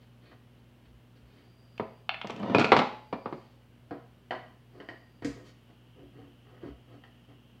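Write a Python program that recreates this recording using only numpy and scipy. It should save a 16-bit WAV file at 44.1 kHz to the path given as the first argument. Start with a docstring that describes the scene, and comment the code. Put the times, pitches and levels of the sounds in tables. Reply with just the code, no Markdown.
"""A plastic fan blade is pressed onto its motor shaft in a small, hard-walled workshop.
Hum and hiss (steady tones, filtered noise) run throughout; a hand rubs, the hub scrapes (random tiny catches)
and the stand shudders (low fading tones). Thin whistles (narrow noise) come and go from 1.2 s.
From 1.8 s tools clack, knock and drag on the bench (filtered noise and fading tones) as a metal rod is fetched.
From 3.9 s the rod knocks into the hub and pings, blades flex and scrapes return; the hiss grows from 5.1 s."""
import sys
import numpy as np
from scipy import signal
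from scipy.fft import rfft, irfft
from scipy.io import wavfile
from scipy.ndimage import uniform_filter1d, minimum_filter1d

SR = 44100
rng = np.random.default_rng(int(sys.argv[2]) if len(sys.argv) > 2 else 0)


def unload_audio(sound):
    """Save the sound as a 16-bit wav file, at the path given as the first command line argument."""
    columns = np.transpose(np.atleast_2d(sound))
    # keep every value between -1 and 1, then stretch to whole-number steps
    steps = np.round(np.clip(columns, -1, 1) * 32767)
    wavfile.write(sys.argv[1], SR, steps.astype(np.int16))


N = 335160
T = np.arange(N) / SR  # time in seconds

# Event levels are mixing levels: tone shaping and the room still act on them.
# Mains hum: f/Hz, rms level/dB
HUM = [(60, -68), (120, -60.5), (240, -67.5)]
# Tone of the room air: f/Hz, level per Hz/dB
AIR_TONE = [(25, -23), (55, -17.5), (90, -7.5), (130, -5.5), (230, -8), (400, -13.5), (800, -20),
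            (1500, -24.5), (3000, -28), (4500, -34.5), (7000, -41.5), (15500, -41.5)]
AIR_DB = -62
# A narrow hiss near 3 kHz grows louder once, and stays
HISS_DB, HISS_STEP_DB, HISS_STEP_S, HISS_RISE_S = -78, 7, 5.13, 0.85

# Hand sliding over plastic and rod: t/s, length/s, level/dB, hardness/dB
HAND_RUBS = [(0, 0.052, -68, 9), (.2, 0.16, -67, -3), (.565, .046, -76, 7), (0.841, 0.044, -69.5, 2),
             (1.153, 0.035, -66.5, 14), (1.226, 0.3, -70.5, 9), (3.146, 0.47, -72, 21),
             (5.436, 0.083, -59.5, 26)]
HAND_BASS_DB, HAND_TREBLE_DB = 12.5, 10.5
# Hub grinding on its shaft as it is pushed or turned: t/s, length/s, level/dB, bass/dB
SCRAPES = [(0.312, 0.031, -54.5, 2), (4.72, 0.09, -57.5, 14.5), (5.233, 0.25, -59.5, 18),
           (5.688, 0.038, -60.5, 8.5), (5.938, 0.14, -66.5, 21.5), (6.11, 0.2, -61, 20),
           (6.434, .19, -60, 11.5), (6.598, .12, -54.5, 17), (6.869, 0.12, -58, 14),
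           (7.278, 0.064, -60.5, 14.5)]
SCRAPE_TREBLE_DB, SCRAPE_EDGE_DB = -5.5, 2
SCRAPE_RING_DB = -6  # the rod sings along
# Dense ring of blades, hub and motor housing: f/Hz, level per Hz/dB
FAN_TONE = [(60, -28), (130, -13.5), (280, 4.5), (420, 1.5), (700, 1), (1250, -0.5), (2000, -3.5),
            (3000, -14), (3700, -16), (4600, -13.5), (6200, -30), (9000, -38), (15000, -48)]
# Strongest rings of the fan: f/Hz, level/dB, t60/s (time to fade by 60 dB)
FAN_MODES = [(125.5, -10, 0.38), (293, -5.5, 0.064), (511, -8, 0.12), (706.4, 4.5, 0.042),
             (1031, -13.5, 0.35), (1183, -19, 0.54), (1272, -13.5, 0.27), (1622, -6.5, 0.12),
             (1876, -7, 0.11), (3120, -8.5, 0.035)]
# Rings of the metal rod: f/Hz, level/dB, t60/s
ROD_MODES = [(1565, -17, 0.08), (1750, -11, 0.09), (1867, 3, .05), (1940, -2, 0.069), (2004, -4, 0.04),
             (2900, -1.5, 0.027), (3130, -5.5, 0.026)]

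# Stand and bench shuddering when leaned on: t/s, level/dB
SHUDDERS = [(0.601, -56), (0.862, -49), (0.928, -48), (1.218, -47.5), (2.551, -40), (2.719, -42),
            (5.27, -44), (6.021, -53), (6.691, -41.5)]
# Thin whistles: t/s, length/s, level/dB
WHISTLES = [(1.24, 0.93, -76), (2.934, 0.6, -74), (4.595, 0.85, -79.5)]
WHISTLE_HZ = 4750

# Small hard tools clacking: t/s, level/dB, bass/dB, hardness/dB
CLACKS = [(1.779, -51.5, 4, 12), (2.0927, -29, 4, -11), (2.144, -41, 0, -7), (2.2145, -39.5, 3, -0.5),
          (2.272, -50, 9.5, 19.5), (2.306, -47, 19.5, 20), (2.363, -57, 7.5, 25.5),
          (2.398, -59.5, 8.2, 26.5)]
# Dense ring of a small tool: f/Hz, level per Hz/dB
TOOL_TONE = [(80, -21), (400, -13.5), (750, -4), (1100, -7), (2000, -3), (3000, -0.5), (4000, -12.5),
             (5500, -25), (8000, -47), (15000, -55.5)]
# Very short rings of a small tool: f/Hz, level/dB, t60/s
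CLACK_MODES = [(740, -4.5, .03), (1750, -2.5, 0.02), (2120, -3, 0.019), (2500, 0, 0.019),
               (3101, 0.5, 0.035), (3455, -7.5, 0.017), (4300, -8, 0.017)]
# Heavy tools knocking on the bench and each other: t/s, level/dB, bass/dB, hardness/dB
KNOCKS = [(1.7975, -31.5, 4, -17), (2.246, -40.5, 7, -3.5), (2.298, -38, 1.5, 10.5),
          (2.430, -41.5, 14, -0.5), (2.498, -38.5, 14, 0.5), (2.548, -21, 6.5, 2.5), (2.584, -26.5, 8, 13),
          (2.596, -28.5, 3, 18.5), (2.613, -28.5, -1.5, 13), (2.6443, -26.5, -7, 14.5),
          (2.7195, -11.5, -8, -2.5), (2.766, -20, -2.5, 9), (2.7905, -24, -6.5, 8.5),
          (2.818, -28.5, -4, -6), (3.1272, -30.5, -1.5, -8), (3.2585, -33, -1, -21.5),
          (3.326, -38.5, 4.5, -9)]
# Dense ring of the bench: f/Hz, level per Hz/dB
BENCH_TONE = [(60, -40.5), (110, -2.5), (170, 1), (260, 2.5), (700, 2), (1150, -0.5), (1600, -9.5),
              (2500, -11.5), (4200, -19), (6500, -40.5), (9500, -57.5), (15000, -69.5)]
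# Strongest rings of the bench: f/Hz, level/dB, t60/s
BENCH_MODES = [(238, 3.5, 0.14), (383, -9, .2), (549.1, 7, 0.33), (706.5, -4.5, 0.23), (773, -2, 0.073),
               (853, -6.5, 0.61), (967, -8.5, 0.15), (1073, -12, .2), (1923, -9, 0.3), (2367, -3.5, 0.33)]
# Bench top bending under every knock, as far as the knock is heavy: f/Hz, level/dB, t60/s
BENCH_BENDS = [(129, -8, .18), (172, -2.5, 0.098), (231.5, 2.5, .15)]
BENCH_BEND_DB = -9
TREBLE_DB = -1.5  # of a blow of hardness 0

# A tool is dragged over the bench: the effort builds, holds, then lets go
DRAG_START_S, DRAG_BUILD_S, DRAG_END_S, DRAG_EDGE_S = 2.21, 0.29, 2.87, 0.13
DRAG_DB, DRAG_GROWTH_DB = -36, 16
# While a metal tool tumbles, it rings with each knock
TUMBLE_S, CLANG_DB = (2.52, 2.69), -5
# Rings of the tumbling tool: f/Hz, level/dB, t60/s
TOOL_MODES = [(1400, 0.5, .035), (2457, 0.5, 0.032), (2560, -5, .03), (4680, -17, 0.035)]

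# Rod striking the hub: t/s, level/dB, bass/dB, hardness/dB, ping of the rod/dB
HUB_HITS = [(3.9092, -42, 9.5, -20, -66.5), (4.3079, -32, -4.5, -12.5, -40.5), (4.801, -50, 9.5, -4, -54),
            (4.888, -47.5, 6, 2, -46), (5.222, -50, 15.5, 3, -68), (5.247, -48.5, 20, 29.5, -54.5),
            (6.635, -55.5, 15.5, -22, -73), (7.038, -60.5, 8, 1, -58)]
# A blade flexes under the hand, at a pitch set by the grip: t/s, level/dB, f/Hz
FLEXES = [(3.912, -40.5, 291), (5.247, -31.5, 293), (6.031, -55.5, 358), (6.185, -55.5, 472),
          (6.632, -44, 344)]
# Bending of a blade: multiple of that pitch, level/dB, t60/s
BLADE_BENDS = [(.5, -18, 0.26), (1, 4, 0.08), (1.6, -7.5, 0.14)]

# First reflections from the bench top and near walls: delay/s, level/dB
ECHOES = [(.0023, -13.5), (.0062, -14), (0.0117, -6), (0.02, -9.5)]
# Reverberation: f/Hz, t60/s
ROOM = [(100, 0.28), (400, 0.47), (1200, 0.44), (3000, 0.49), (6000, 0.47), (14000, 0.45)]
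TOP_HZ = 15800  # nothing much is recorded above this


def undb(db):
    """Turn decibels into a gain."""
    return 10 ** (np.asarray(db) / 20)


def unit(x):
    """Scale to rms 1."""
    return x / np.sqrt(np.mean(x ** 2))


def along(points, hz):
    """Read (Hz, value) points on a log-frequency axis."""
    f, value = np.transpose(points)
    return np.interp(np.log(np.maximum(hz, 1)), np.log(f), value)


def colour(x, points, size=4096):
    """Filter with the given (Hz, dB) outline, never sounding ahead of its input."""
    gains = undb(along(points, np.fft.rfftfreq(size, 1 / SR)))
    # folding the cepstrum makes the filter minimum phase
    cepstrum = irfft(np.log(gains))
    cepstrum[1:size // 2] *= 2
    cepstrum[size // 2 + 1:] = 0
    response = irfft(np.exp(rfft(cepstrum)))
    return signal.fftconvolve(x, response)[:len(x)]


def band(hz, width):
    """Narrow noise of rms 1."""
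    f = np.fft.rfftfreq(N, 1 / SR)
    window = np.exp(-.5 * ((f - hz) / width) ** 2)
    return unit(irfft(rfft(rng.standard_normal(N)) * window, N))


def fade(t, t60):
    """Exponential decay, 60 dB in t60 seconds."""
    return np.exp(-np.log(1000) * t / t60)


def add(out, s, x):
    """Mix x into out from time s."""
    i = max(int(s * SR), 0)
    out[i:i + len(x)] += x[:len(out) - i]


def punch(x):
    """Scale a blow to the energy of 25 ms at rms 1."""
    return x / np.sqrt(np.sum(x ** 2) / (.025 * SR))


def ring(modes):
    """Half a second of fading modes; each blow lands elsewhere and weights them anew."""
    t = T[:SR // 2]
    rings = np.zeros(len(t))
    for hz, db, t60 in modes:
        weight = undb(db + 2 * rng.standard_normal()) * rng.choice([-1, 1])
        rings += weight * np.sin(2 * np.pi * hz * t) * fade(t, t60)
    # the contact lasts a moment, which rounds the start of the ring
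    return unit(signal.sosfilt(signal.butter(4, 4800, fs=SR, output="sos"), rings))


def body(outline, modes, ring_s, dense_db, modes_db, spread_s=0.013):
    """Answer to a blow: a crack spreading through the panel, a wash of crowded modes, a few clearer rings."""
    t = T[:SR // 2]
    click = unit(1. * (t == 0))
    spread = unit(rng.standard_normal(len(t)) * fade(t, spread_s))
    crack = unit(click + undb(1.5) * spread)
    wash = unit(rng.standard_normal(len(t)) * fade(t, ring_s))
    dense = unit(colour(crack + undb(dense_db) * wash, outline))
    return punch(dense + undb(modes_db) * ring(modes))


def contact(x, bass_db, treble_db, edge_db):
    """A heavy contact adds bass, a hard one treble, a sharp corner the very top."""
    return colour(x, [(270, bass_db), (800, 0.00033), (1200, 0.0032), (2800, treble_db),
                      (4200, treble_db), (7000, edge_db), (14000, 0.53 * edge_db)])


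def friction(answer, rate, spread_db):
    """Uneven stick-slip catches, rate per second on average, ringing a body; rms 1."""
    caught = rng.random(N) < rate / SR
    direction = rng.choice([-1, 1], N)
    strength = undb(spread_db * np.minimum(rng.exponential(size=N), 3))
    return unit(signal.fftconvolve(caught * direction * strength, answer)[:N])


def stroke(grain, s, length):
    """A stretch of friction that swells and lets go."""
    part = grain[max(int(s * SR), 0):][:SR]
    return part * np.sin(np.pi * np.minimum(T[:len(part)] / length, 1))


def background():
    """Mains hum as steady tones, room air as shaped noise and a narrow hiss."""
    hum = np.zeros(N)
    for hz, db in HUM:
        hum += undb(db) * np.sqrt(2) * np.sin(2 * np.pi * (hz * T + rng.random()))
    air = undb(AIR_DB) * unit(colour(rng.standard_normal(N), AIR_TONE))
    rise = np.clip((T - HISS_STEP_S) / HISS_RISE_S, 0, 1)
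    hiss = undb(HISS_DB + HISS_STEP_DB * rise) * band(2955, width=280)
    return hum + air + hiss


def fan():
    """Plastic blades and hub on the motor housing."""
    return body(FAN_TONE, FAN_MODES, ring_s=0.15, dense_db=8, modes_db=-1.5)


def rubbing():
    """Short strokes on the plastic: skin hisses, the hub grinds low and sets the rod ringing."""
    out = np.zeros(N)
    grain = friction(fan(), rate=1900, spread_db=6.5)
    singing = undb(SCRAPE_RING_DB) * friction(ring(ROD_MODES), rate=250, spread_db=8)
    for s, length, db, hard_db in HAND_RUBS:
        rub = contact(stroke(grain, s, length), HAND_BASS_DB, HAND_TREBLE_DB, hard_db)
        add(out, s, undb(db) * rub)
    for s, length, db, bass_db in SCRAPES:
        scrape = contact(stroke(grain + singing, s, length), bass_db, SCRAPE_TREBLE_DB, SCRAPE_EDGE_DB)
        add(out, s, undb(db) * scrape)
    return out


def shudders(hz=60, t60=0.22, rise_s=0.023):
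    """Low, quickly damped sway of stand and bench, each at a slightly different pitch."""
    out, t = np.zeros(N), T[:SR // 2]
    for s, db in SHUDDERS:
        pitch = hz * (1 + 0.027 * rng.standard_normal())
        sway = np.sin(2 * np.pi * pitch * t) * fade(t, t60) * (1 - np.exp(-t / rise_s))
        add(out, s, 2 * undb(db) * sway)
    return out


def whistles():
    """Faint, wavering high notes: narrow noise that swells and sinks."""
    swell = np.zeros(N)
    for s, length, db in WHISTLES:
        swell += undb(db) * np.sin(np.pi * np.clip((T - s) / length, 0, 1))
    return swell * band(WHISTLE_HZ, width=130)


def tool():
    """Small hard tool, dead almost at once."""
    return body(TOOL_TONE, CLACK_MODES, ring_s=.022, dense_db=3, modes_db=-5, spread_s=.01)


def bench():
    """Wooden bench with loose tools on it."""
    return body(BENCH_TONE, BENCH_MODES, ring_s=0.087, dense_db=4.0, modes_db=-11.5)


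def blows(table, answer, treble_share, room_db):
    """Strike a body; hardness lifts the top and a share of it the treble. Gives direct sound and room feed."""
    out = np.zeros(N)
    for s, db, bass_db, hard_db, *_ in table:
        treble_db = TREBLE_DB + treble_share * hard_db
        add(out, s, undb(db) * contact(answer(), bass_db, treble_db, hard_db))
    return np.array([out, undb(room_db) * out])


def bend(modes, pitch=1, rise_s=0.0071):
    """Low bending modes, pushed softly so that they swell before they fade."""
    t = T[:SR // 2]
    sway = np.zeros(len(t))
    for f, db, t60 in modes:
        sway += undb(db) * np.sin(2 * np.pi * pitch * f * t) * fade(t, t60)
    return punch(sway * (1 - np.exp(-t / rise_s)))


def flexes():
    """Thuds of the bench top under the knocks and of the blades under the hand."""
    out = np.zeros(N)
    for s, db, bass_db, _ in KNOCKS:
        add(out, s, undb(db + bass_db + BENCH_BEND_DB) * bend(BENCH_BENDS))
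    for s, db, hz in FLEXES:
        add(out, s, undb(db) * bend(BLADE_BENDS, hz))
    return out


def dragging():
    """A tool judders over the bench: many small catches ring the wood."""
    catches = friction(bench(), rate=1100, spread_db=-1.0)
    grain = contact(catches, bass_db=6.5, treble_db=-3, edge_db=2.5)
    effort = np.clip((T - DRAG_START_S) / DRAG_BUILD_S, 0, 1)
    touching = np.clip(np.minimum(T - DRAG_START_S, DRAG_END_S - T) / DRAG_EDGE_S, 0, 1)
    return grain * touching * undb(DRAG_DB - DRAG_GROWTH_DB * (1 - effort))


def metal(table, modes):
    """Short, hand-damped metal rings."""
    out = np.zeros(N)
    for s, db in table:
        add(out, s, undb(db) * punch(ring(modes)))
    return out


def room(x, build_s=0.0055, tail_db=-1):
    """Close bare walls: a few dull reflections and a dense tail whose deepest part dies soonest."""
    t = T[:SR]
    # fade noise at its own speed in each frequency band
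    f, when, cells = signal.stft(rng.standard_normal(SR), SR, nperseg=256)
    cells = cells * fade(when, along(ROOM, f)[:, None])
    tail = signal.istft(cells, SR)[1][:SR] * (1 - np.exp(-t / build_s))
    tail = tail / np.sqrt(np.sum(tail ** 2))
    early = np.zeros(SR)
    for s, db in ECHOES:
        add(early, s, undb([db]))
    early = colour(early, [(1200, -3.5), (4000, -5.5)])
    return signal.fftconvolve(x, early + undb(tail_db) * tail)[:N]


def scene():
    """Blows, rings and scrapes in the room, over the background."""
    knocks = blows(KNOCKS, bench, treble_share=.48, room_db=-6.5)
    clacks = blows(CLACKS, tool, treble_share=.03, room_db=-5.5)
    hub_hits = blows(HUB_HITS, fan, treble_share=0.46, room_db=-0.9)
    direct, sent = knocks + clacks + hub_hits
    scrapes = rubbing() + dragging()
    pings = [(s, ping_db) for s, *_, ping_db in HUB_HITS]
    clangs = [(s, db + CLANG_DB) for s, db, *_ in KNOCKS if TUMBLE_S[0] < s < TUMBLE_S[1]]
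    rings = metal(pings, ROD_MODES) + metal(clangs, TOOL_MODES)
    thuds = flexes()
    walls = room(sent + undb(-8) * thuds + undb(-6) * scrapes + undb(-2.5) * rings)
    events = direct + undb(-2) * scrapes + rings + thuds + walls
    return (events + shudders() + whistles() + background())[None]  # one channel


def record(dry):
    """The recorder cuts the deepest bass, holds down peaks with a quick limiter, then cuts the top."""
    ceiling, span = .9, 220  # full scale is 1; span in samples, about 5 ms
    x = signal.sosfilt(signal.butter(3, 42, "highpass", fs=SR, output="sos"), dry)
    needed = ceiling / np.maximum(np.abs(x), ceiling)
    gain = uniform_filter1d(minimum_filter1d(needed, span), span)
    return signal.sosfilt(signal.ellip(10, .2, 70, TOP_HZ, fs=SR, output="sos"), x * gain)


dry = scene()
out = record(dry)
unload_audio(out)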